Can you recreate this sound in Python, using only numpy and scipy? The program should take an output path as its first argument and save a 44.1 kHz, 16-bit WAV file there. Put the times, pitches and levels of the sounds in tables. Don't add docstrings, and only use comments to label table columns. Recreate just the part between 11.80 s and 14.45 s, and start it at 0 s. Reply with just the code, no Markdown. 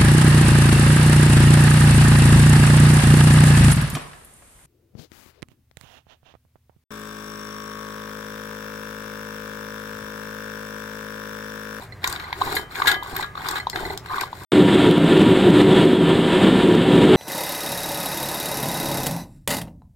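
import sys
import numpy as np
from scipy import signal
from scipy.fft import rfft, irfft
from scipy.io import wavfile

SR = 44100
rng = np.random.default_rng(int(sys.argv[2]) if len(sys.argv) > 2 else 0)


def materialize(psi):
    bounded = np.clip(np.atleast_2d(psi).T, -1, 1)
    quanta = np.round(bounded * 32767).astype(np.int16)
    wavfile.write(sys.argv[1], SR, quanta)


N = 116865

# (start [s], full pressure [s], let go [s], steel body [dB], grit [dB], roll [dB])
STROKES = [(-.05, 0, .03, -40.5, -47.5, -52), (0.205, 0.236, 0.36, -34.5, -42.5, -41),
           (0.36, 0.395, 0.51, -39.5, -54.5, -52), (0.537, 0.661, .78, -29.5, -35, -34),
           (0.883, 0.99, 1.103, -30.5, -37.5, -39), (1.047, 1.06, 1.14, -29.5, -45, -34.5),
           (1.213, 1.433, 1.41, -29, -35, -34), (1.539, 1.67, 1.781, -28.5, -39, -41),
           (1.907, 1.96, 2.134, -35.5, -42, -33.5), (2.224, 2.354, 2.432, -30.5, -41, -42),
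           (2.486, 2.667, 2.63, -38.5, -39.5, -43)]
# (frequency [Hz], level [dB])
GRIT_SPECTRUM = [(1500, -1.5), (3200, -3.5), (3900, 6), (4900, 4.5), (6050, -7), (7050, 3.5), (7400, 8.5),
                 (7900, -1.5), (9200, -6), (13000, -4), (16000, -11)]
EDGE_HZ, EDGE_WIDTH_HZ = 3770, 600


def undb(db):
    return 10 ** (np.asarray(db) / 20)


def unit(x):
    return x / np.sqrt(np.mean(x ** 2) + 1e-18)


def noise():
    return rng.standard_normal(N)


def on_bins(hz, values):
    return np.interp(np.log(np.arange(N + 1) * SR / (2 * N) + 1), np.log(hz), values)


def colour(x, points):
    cepstrum = irfft(np.log(undb(on_bins(*np.array(points).T))))
    response = np.exp(rfft(np.r_[cepstrum[0], 2 * cepstrum[1:N]], 2 * N))
    return irfft(rfft(x, 2 * N) * response)[:N]


def add(out, at, x):
    i = max(int(at * SR), 0)
    out[i:i + len(x)] += x[:max(N - i, 0)]


def burst(decay_s, hz, width_hz):
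    t = np.arange(SR // 10) / SR
    env = np.exp(-t / decay_s) * (1 - np.exp(-t / 0.00058)) ** 2
    peak = signal.iirpeak(hz, hz / (2 * width_hz), fs=SR)
    crunch = rng.standard_normal(len(t)) * env
    crunch = signal.lfilter(*peak, signal.lfilter(*peak, crunch))
    return unit(crunch) * np.sqrt(np.mean(np.exp(-2 * t / decay_s)))


def ping(hz, decay_s):
    t = np.arange(SR // 10) / SR
    return np.exp(-t / decay_s) * np.sin(2 * np.pi * hz * t)


def room_tone(mid_db=-43, width=0.15):
    # (frequency [Hz], level [dB])
    spectrum = [(20, -22), (55, -1), (115, 1), (170, -5.5), (260, -14.5), (400, -13.5), (2000, -17.5),
                (3000, -31.5), (16000, -44)]
    mid, side = (unit(colour(noise(), spectrum)) for _ in range(2))
    return undb(mid_db) * (mid + width * np.array([side, -side]))


def spline_clinks(detune=0.012):
    # (time [s], level [dB])
    catches = [(.123, -36), (.442, -33.5), (.768, -20), (1.1, -26), (1.408, -28.5), (1.8, -28.5),
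               (1.931, -30.5), (2.052, -28.5), (2.1, -30)]
    # (frequency [Hz], level [dB])
    modes = [(2020, 2.5), (4170, 1), (7420, -9)]
    out = np.zeros(N)
    for at, db in catches:
        for hz, mode_db in modes:
            pitch = hz * (1 + detune * rng.standard_normal())
            add(out, at, undb(db + mode_db) * ping(pitch, decay_s=0.0074))
    return out


def flake_snaps():
    # (time [s], level [dB], decay [s], bright region [Hz])
    flakes = [(.241, -21.5, 0.0036, 4260), (0.2733, -16, 0.0028, 6540), (.297, -27.5, .004, 8200),
              (0.3261, -14, 0.00082, 4550), (0.75, -26.5, 0.02, 11360), (1.0705, -14.5, 0.013, 3720),
              (1.1133, -19, 0.0048, 3730), (1.2322, -23, 0.00049, 3540), (1.3648, -19, 0.00097, 13500),
              (1.6856, -15.5, 0.0023, 4760), (1.7097, -23, 0.0027, 7800), (1.898, -15.5, 0.00093, 4400),
              (2.175, -18, 0.00091, 4000), (2.409, -18, 0.0021, 4370)]
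    focused, broad = np.zeros(N), np.zeros(N)
    for at, db, decay, hz in flakes:
        add(focused, at, undb(db) * burst(decay, hz, width_hz=850))
        add(broad, at, undb(db) * burst(decay, hz=10700, width_hz=10100))
    return 0.96 * focused + undb(1.5) * colour(broad, GRIT_SPECTRUM)


def knock(hz, rise_s=0.0011, decay_s=0.0017):
    t = np.arange(SR // 20) / SR
    env = (1 - np.exp(-t / rise_s)) ** 2 * np.exp(-t / decay_s)
    return env / env.max() * np.sin(2 * np.pi * hz * t)


def loose_joint(edge_db=-11.5, slips_per_s=160):
    # (time [s], level [dB], pitch [Hz])
    knocks = [(0.245, -16, 1050), (0.274, -16, 1100), (.505, -27, 1050), (0.527, -17, 960),
              (0.6138, -9.5, 907), (0.618, -6, 1080), (1.0, -19.5, 920), (1.019, -6, 1165),
              (1.225, -19, 975), (1.261, -22.5, 1110), (1.443, -18, 1210), (1.553, -20, 1210),
              (1.576, -16.5, 1270), (1.687, -17.5, 1130), (1.869, -10, 950), (2.104, -18, 820),
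              (2.3817, -11.5, 1120), (2.4349, -14.5, 1060), (2.529, -19, 960)]
    # (time [s], length [s], level [dB], pitch [Hz])
    chatters = [(0.666, 0.035, -32.5, 940), (2.297, 0.061, -26.5, 1150)]
    out = np.zeros(N)
    for at, db, hz in knocks:
        add(out, at, undb(db) * knock(hz))
        add(out, at, undb(db + edge_db) * burst(0.0024, EDGE_HZ, EDGE_WIDTH_HZ))
    for at, length, db, hz in chatters:
        run = np.zeros(N)
        slips = rng.standard_normal((20, 3))[:int(length * slips_per_s)]
        for k, (late, size, detune) in enumerate(slips):
            slip = undb(2.9 * size) * knock(hz * (1 + 0.067 * detune))
            add(run, at + (k + 0.177 * late) / slips_per_s, slip)
        out += unit(run) * np.sqrt(length * SR / N) * undb(db)
    return out


def hub_ring(spread_db=4):
    # (frequency [Hz], level [dB], time to fall 60 dB [s])
    modes = [(1211, -8.5, 0.77), (1402, 4.5, 0.15), (1660, 4.5, 0.26), (1867, -2, 0.21), (2026, -6, 0.41),
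             (2220, -5, 0.22), (3114, -2.5, 0.33), (3800, -4, 0.21), (6565, -8, 0.26), (11530, -7.5, 0.077),
             (12300, -14, 0.25)]
    t = np.arange(SR // 2) / SR
    return sum(undb(db + spread_db * rng.standard_normal() - 60 * t / t60) * np.sin(2 * np.pi * hz * t)
               for hz, db, t60 in modes)


def steel_clacks(edge_db=-3.5, ring_db=-9, full_ring_s=0.013):
    # (time [s], level [dB], decay [s], centre [Hz])
    impacts = [(0.2408, -14, 0.0037, 2240), (.36, -22, 0.0024, 1550), (0.397, -26, 0.0034, 2150),
               (0.527, -18.5, 0.0021, 2220), (0.766, -16.5, 0.0038, 1750), (0.954, -23.5, 0.0037, 2030),
               (1.02, -16.5, 0.002, 2030), (1.057, -20, 0.0058, 1690), (1.0697, -13.5, 0.0071, 1780),
               (1.0775, -11.5, 0.0086, 1700), (1.1007, -21.5, 0.0048, 1400), (1.1145, -10.5, 0.003, 1390),
               (1.142, -21.5, 0.0058, 1430), (1.3632, -19.5, 0.0029, 1650), (1.426, -19.5, 0.0041, 1710),
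               (1.757, -25, 0.0085, 1570), (1.9582, -13.5, 0.0018, 1600), (2.411, -17.5, 0.0015, 2000)]
    out = np.zeros(N)
    for at, db, decay, hz in impacts:
        crunch = burst(decay, hz, width_hz=360)
        edge = undb(edge_db) * burst(decay, EDGE_HZ, EDGE_WIDTH_HZ)
        add(out, at, undb(db) * (crunch + edge))
        add(out, at, undb(db + ring_db) * decay / full_ring_s * hub_ring())
    return out


def hand_pressure(levels_db, fall_db_per_s=330, rise_db=15, onset_s=0.03):
    t, power = np.arange(N) / SR, 0
    for (start, full, stop, *_), db in zip(STROKES, levels_db):
        swell_db = -rise_db * np.clip((full - t) / max(full - start, .002), 0, 1)
        release_db = -fall_db_per_s * np.maximum(t - stop, 0)
        onset = np.clip((t - start) / onset_s, 0, 1)
        power += (undb(db + swell_db + release_db) * onset) ** 2
    return np.sqrt(power)


def crushed_grains(per_s=5000, spread_db=5, judder_hz=109.25, judder_db=4):
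    knots = rng.standard_normal(N // 10)
    judder = np.interp(np.arange(N) / SR * judder_hz, np.arange(len(knots)), knots)
    size = undb(spread_db * np.minimum(rng.exponential(size=N), 5))
    clicks = (rng.random(N) < per_s / SR) * np.sign(noise())
    return clicks * size * undb(judder_db * judder)


def ringing_grains(per_s, low_hz, high_hz, spread_db=4.5):
    out = np.zeros(N)
    for when, pitch, size in rng.random((N // 20, 3))[:int(per_s * N / SR)]:
        db = spread_db * min(-np.log(1 - size), 3.5)
        hz = low_hz + pitch * (high_hz - low_hz)
        add(out, when * N / SR, undb(db) * ping(hz, decay_s=0.0028))
    return out


def rust_through_steel(crush):
    # (frequency [Hz], level [dB])
    steel = [(450, -32.5), (760, 0), (1080, 2), (1450, 5.5), (1720, -1), (2300, -3), (2750, -10.5),
             (3250, -10), (3700, -6.5), (4200, -7), (4800, -10), (9000, -31)]
    # (rate [1/s], lowest pitch [Hz], highest pitch [Hz])
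    crumbs = (650, 644, 4700)
    sand = unit(colour(crush, steel))
    pings = unit(colour(ringing_grains(*crumbs), steel))
    return undb(-5) * sand + undb(-1.5) * pings


def grinding(ring_db=-23.5):
    # (frequency [Hz], level [dB])
    bearing = [(100, -3), (220, -12.5), (310, -1.5), (400, 2.5), (520, -12), (760, -1.5), (1100, -12),
               (3000, -47)]
    *_, body_db, grit_db, roll_db = np.array(STROKES).T
    crush, push = crushed_grains(), hand_pressure(body_db)
    body = rust_through_steel(crush) * push
    grit = unit(colour(crush + crushed_grains(), GRIT_SPECTRUM)) * hand_pressure(grit_db)
    roll = unit(colour(crushed_grains(), bearing)) * hand_pressure(roll_db, fall_db_per_s=202)
    ring = unit(signal.fftconvolve(crush * push, hub_ring())[:N])
    return body + grit + roll + ring * np.std(body) * undb(ring_db)


def close_microphone(x, scatter_hz=1060, bore_decay_s=0.00041, walls_t60_s=0.13, walls_db=-11):
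    # (frequency [Hz], left minus right [dB], phase lead of left [rad])
    ports = [(100, 1.5, -0.5), (1167, -1.5, 1.56), (1542, 1.5, 6), (1758, -7, 6.5), (3683, 2.5, 1),
             (4126, 2, 11), (5000, 11.5, 11.5), (8200, 7, 17.5), (9730, 14, 6.5), (13800, 3.5, 20.5)]
    hz, *columns = np.array(ports).T
    pan_db, lead = (on_bins(hz, column) for column in columns)
    t, bin_hz = np.arange(N) / SR, np.arange(N + 1) * SR / (2 * N)
    scatter = 0.79 * (1 - np.exp(-(bin_hz / scatter_hz) ** 2))
    tails = np.exp(-t / bore_decay_s), undb(-60 * t / walls_t60_s)
    channels = []
    for side in (1, -1):
        bore, walls = (rfft(unit(noise() * tail), 2 * N) / np.sqrt(N) for tail in tails)
        direct = np.sqrt(1 - scatter ** 2) * np.exp(1j * lead * min(side, 0))
        path = direct + scatter * bore + undb(walls_db) * walls
        pan = np.sqrt(2 / (1 + undb(-2 * side * pan_db)))
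        channels.append(irfft(rfft(x, 2 * N) * path * pan)[:N])
    return np.array(channels)


def scene():
    main = close_microphone(grinding() + loose_joint() + steel_clacks() + spline_clinks() + flake_snaps())
    widening = close_microphone(grinding() + steel_clacks() + spline_clinks() + flake_snaps())
    return undb(-1) * main + undb(-5.5) * widening + room_tone()


def record(dry, top_hz=16050):
    lowpass = signal.ellip(10, .2, 80, top_hz, fs=SR, output="sos")
    return signal.sosfilt(lowpass, np.clip(dry, -1, 1))


dry = scene()
out = record(dry)
materialize(out)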